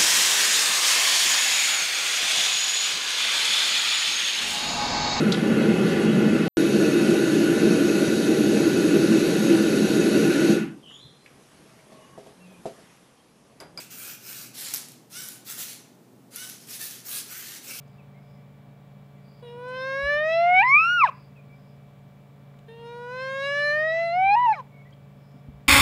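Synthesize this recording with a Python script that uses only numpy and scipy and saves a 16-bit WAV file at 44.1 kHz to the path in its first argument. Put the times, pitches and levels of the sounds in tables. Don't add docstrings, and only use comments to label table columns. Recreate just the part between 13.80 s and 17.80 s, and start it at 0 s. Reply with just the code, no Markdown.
import sys
import numpy as np
from scipy import signal
from scipy.fft import rfft, irfft, next_fast_len
from scipy.io import wavfile

SR = 44100
rng = np.random.default_rng(int(sys.argv[2]) if len(sys.argv) > 2 else 0)


def unload_wav(signal):
    wavfile.write(
        sys.argv[1],
        SR,
        np.round(np.clip(np.atleast_2d(signal).T, -1, 1) * 32767).astype(np.int16),
    )


N = 176400

# f/Hz, relative level/dB
RUSH_SPECTRUM = [(30, -34), (55, -37), (90, -16.5), (112, -6.5), (155, -.5), (200, -1), (250, 0), (300, -5),
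                 (390, -5.5), (520, -10.5), (800, -13), (1550, -24), (4000, -30), (15500, -32)]
# f/Hz, fade time/s
ECHO_FADE = [(500, 0.78), (3000, 0.6), (7000, 0.52), (14000, 0.29)]
# t/s, length/s, level/dB, f/Hz
AXLE_SQUEAKS = [(3.504, 0.038, -39.5, 12150), (3.563, 0.051, -39, 14200), (3.678, 0.039, -43, 12250)]
# t/s, level/dB, ring f/Hz, ring level relative to the knock/dB
KNOCKS = [(0.9371, -13.5, 5700, -13), (.9392, -12.5, 7800, -12), (0.946, -17, 13500, -6),
          (0.9515, -23, 5240, -19), (0.9604, -19, 5430, -11), (0.9702, -25, 13200, -8),
          (.980, -30, 10300, -9), (.8096, -24, 12400, -12), (1.0855, -30, 10800, -15.5),
          (1.119, -34, 7650, -23), (1.487, -30.5, 12040, -1.5), (2.560, -20, 10600, -12),
          (2.6977, -24, 12700, -12), (3.0145, -22, 8400, -14), (3.1098, -30.5, 5600, -4)]
# f/Hz, relative level/dB
KNOCK_SPECTRUM = [(100, -41), (500, -10), (1500, -6.5), (3000, -3), (5500, 2.5), (9500, 2.5), (13000, 6),
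                  (15500, -4)]
# t/s, spin-up/s, hold/s, braking/s, rasp level/dB, whine level/dB,
# tooth rate at full speed/Hz, treble boost/dB
TURNTABLE_RUNS = [(-.2, 0.086, 0.099, .07, -41, -62, 830, -1),
                  (.097, .015, .015, 0.055, -42.5, -61, 782, 0),
                  (.11, 0.11, 0.081, .07, -38.5, -53.5, 842.7, 2.5),
                  (.39, .1, .13, 0.078, -40.5, -58.5, 844, 2),
                  (3.81, 0.087, 0.14, .08, -38.5, -62, 833, 0.5)]
ARM_RUNS = [(.73, 0.073, 0.068, 0.12, -36, -61, 901, -5), (1.295, 0.074, 0.051, .17, -39.5, -46.5, 757, -3),
            (1.645, 0.057, .02, 0.058, -36, -55.5, 710, 0), (1.76, 0.045, 0.018, 0.05, -32.5, -65, 940, -2),
            (1.85, 0.043, .025, 0.06, -41, -68, 920, -2.5), (2.505, 0.076, 0.056, 0.15, -40, -48, 751, -6),
            (2.77, 0.042, 0.032, 0.06, -53.5, -79, 716, -4),
            (2.865, 0.046, 0.023, .07, -37.5, -59, 743, -3),
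            (2.985, 0.034, 0.008, 0.073, -32.5, -42, 915, 1),
            (3.06, 0.046, 0.034, 0.087, -43, -59, 892, -4), (3.235, 0.091, 0.059, 0.039, -32, -49, 841, 1)]
SENSOR_RUNS = [(3.455, 0.067, .035, 0.069, -39.5, -50.5, 764, 0.11),
               (3.53, .08, .16, 0.033, -42, -55, 934, -0.66)]
# f/Hz, relative level/dB
TURNTABLE_SPECTRUM = [(100, -55), (500, -11), (1000, -16), (1400, -2.5), (1950, -10), (2500, -0.5),
                      (3500, -8), (5500, -2), (10500, -5), (13800, -2), (15500, -3.5)]
ARM_SPECTRUM = [(100, -44), (500, -15.5), (1000, -15.5), (1400, -8), (2100, -7.5), (3200, -6), (6000, -2),
                (8500, -4.5), (10500, -1), (12700, -3), (15500, -1.5)]
SENSOR_SPECTRUM = [(100, -53), (1000, -18), (1600, -5), (4000, -5.5), (7000, -4), (10800, -5),
                   (12200, -5.5), (13000, -2), (14200, -3), (15500, -3.5)]
# multiple of the tooth rate, relative level/dB
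TURNTABLE_TONES = [(2, 3.5), (3, 5.5), (6, 0)]
ARM_TONES = [(2, -2.5), (3, -6.5), (4, -3.5), (5, -5), (7, -8)]
SENSOR_TONES = [(2, 2.5), (3, -2.5), (8, 3)]

RUSH_DB, HUM_DB, HUM_HZ = -54.5, -64.5, 122.9
RASP_ECHO_DB, TONE_ECHO_DB, KNOCK_ECHO_DB = -3.5, -5.5, -1.5
CRACK_FADE_S, RING_FADE_S = 0.0089, 0.018
START_PITCH, BRAKE_SAG = 0.76, 0.1
SPEED_WOBBLE, SQUEAK_WOBBLE = 0.01, 0.0092
TOOTH_SPREAD_DB, TOOTH_RING_S = 3.5, 0.00076
CHATTER_DB, CHATTER_HZ = 0.94, 70.4
RASP_POWER, WHINE_POWER, WHINE_BRAKE_POWER = 0.77, 2, 4.3
PATCH_DB, PATCH_WIDTH_HZ, PATCH_S = 2.5, 430, 0.029


def from_db(db):
    return 10 ** (np.asarray(db) / 20)


def rms_one(x):
    return x / np.sqrt(np.mean(x ** 2) + 1e-20)


def at_hz(points, hz):
    f, value = np.transpose(points)
    return np.interp(np.log(np.maximum(hz, 1)), np.log(f), value)


def colour(x, spectrum):
    size = next_fast_len(len(x) + SR // 10)
    gain = rms_one(from_db(at_hz(spectrum, np.fft.rfftfreq(size, 1 / SR))))
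    return irfft(rfft(x, size) * gain, size)[:len(x)]


def drift(rate_hz, size):
    r, run_in = np.exp(-2 * np.pi * rate_hz / SR), SR // 10
    smooth = signal.lfilter([1], [1, -2 * r, r * r], rng.standard_normal(size + run_in))
    return rms_one(smooth[run_in:])


def add(out, start, x):
    i = int(start * SR)
    x = x[max(-i, 0):N - i]
    out[max(i, 0):max(i, 0) + len(x)] += x


def room_tone():
    rush = colour(rng.standard_normal(N), RUSH_SPECTRUM)
    hum = np.sqrt(2) * np.sin(2 * np.pi * HUM_HZ * np.arange(N) / SR)
    return from_db(RUSH_DB) * rush + from_db(HUM_DB) * hum


def room_echo(build_up_s=0.0013):
    t, tail = np.arange(SR * 2 // 3) / SR, 0
    noise, edges_hz = rng.standard_normal((2, len(t))), np.geomspace(200, 18000, 11)
    for k, (low, high) in enumerate(zip(edges_hz, edges_hz[1:])):
        band = signal.sosfilt(signal.butter(2, [low, high], "band", fs=SR, output="sos"), noise[k % 2])
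        tail = tail + band * from_db(-60 * t / at_hz(ECHO_FADE, np.sqrt(low * high)))
    tail = tail * (1 - np.exp(-t / build_up_s))
    return tail / np.sqrt(np.sum(tail ** 2))


def squeaks():
    out, t = np.zeros(N), np.arange(SR // 10) / SR
    for start, length, db, hz in AXLE_SQUEAKS:
        cycles = np.cumsum(hz * (1 + SQUEAK_WOBBLE * drift(rate_hz=80, size=len(t)))) / SR
        swell = np.sin(np.pi * np.minimum(t / length, 1))
        add(out, start, from_db(db) * swell * np.sin(2 * np.pi * cycles))
    return out + from_db(TONE_ECHO_DB) * signal.fftconvolve(out, room_echo())[:N]


def knocks():
    out, t = np.zeros(N), np.arange(SR // 10) / SR
    for start, db, ring_hz, ring_db in KNOCKS:
        crack = rng.standard_normal(len(t)) * from_db(db - 60 * t / CRACK_FADE_S) / 2
        ring = np.sin(2 * np.pi * ring_hz * t) * from_db(db + ring_db - 60 * t / RING_FADE_S)
        add(out, start, crack + ring)
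        add(out, start, from_db(KNOCK_ECHO_DB) * np.sqrt(np.sum(crack ** 2)) * room_echo())
    return colour(out, KNOCK_SPECTRUM)


def gear_resonances(x, size=256):
    _, _, frames = signal.stft(x, SR, nperseg=size)
    patches = rng.standard_normal(frames.shape)
    for axis, steps in enumerate((PATCH_WIDTH_HZ * size / SR, PATCH_S * SR / (size / 2))):
        r = np.exp(-2 / steps)
        patches = signal.lfilter([1], [1, -2 * r, r * r], patches, axis=axis)
    _, shaped = signal.istft(frames * from_db(PATCH_DB * rms_one(patches)), SR, nperseg=size)
    return rms_one(shaped[:len(x)])


def motor(moves, spectrum, tones):
    t, out = np.arange(SR // 2) / SR, np.zeros(N)
    for start, spin_up, hold, braking, rasp_db, whine_db, tooth_hz, treble_db in moves:
        climb = np.sin(np.clip(t / (spin_up + hold), 0, 1) * np.pi / 2)
        brake = np.clip((t - spin_up - hold) / braking, 0, 1)
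        drive = np.minimum(t / spin_up, 1 - brake)
        pitch = tooth_hz * (START_PITCH + (1 - START_PITCH) * climb - BRAKE_SAG * brake)
        teeth_passed = np.cumsum(pitch * (1 + SPEED_WOBBLE * drift(rate_hz=40, size=len(t)))) / SR
        tooth = teeth_passed.astype(int)
        since_strike_s = (teeth_passed - tooth) / pitch
        strength = from_db(TOOTH_SPREAD_DB * rng.standard_normal(len(t)))[tooth]
        strikes = rms_one(strength * np.exp(-since_strike_s / TOOTH_RING_S))
        scrape = rms_one((strikes + 1) * rng.standard_normal(len(t)))
        scrape = colour(gear_resonances(scrape), spectrum)
        scrape = colour(scrape, [(11300, 0), (13300, treble_db)])
        gear_tone = rms_one(sum(from_db(db) * np.sin(2 * np.pi * k * teeth_passed) for k, db in tones))
        chatter_db = CHATTER_DB * drift(CHATTER_HZ, size=len(t))
        rasp = from_db(rasp_db + chatter_db) * drive ** RASP_POWER * scrape
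        whine_swell = np.minimum(t / spin_up, 1) ** WHINE_POWER * (1 - brake) ** WHINE_BRAKE_POWER
        whine = from_db(whine_db + chatter_db) * whine_swell * gear_tone
        into_room = from_db(RASP_ECHO_DB) * rasp + from_db(TONE_ECHO_DB) * whine
        add(out, start, rasp + whine)
        add(out, start, signal.fftconvolve(into_room, room_echo()))
    return out


def scene():
    turntable = motor(TURNTABLE_RUNS, TURNTABLE_SPECTRUM, TURNTABLE_TONES)
    arm = motor(ARM_RUNS, ARM_SPECTRUM, ARM_TONES)
    sensor_arm = motor(SENSOR_RUNS, SENSOR_SPECTRUM, SENSOR_TONES)
    return (turntable + arm + sensor_arm + knocks() + squeaks() + room_tone())[None]


def record(dry):
    return signal.sosfilt(signal.ellip(12, .2, 80, 15280, fs=SR, output="sos"), dry)


dry = scene()
out = record(dry)
unload_wav(out)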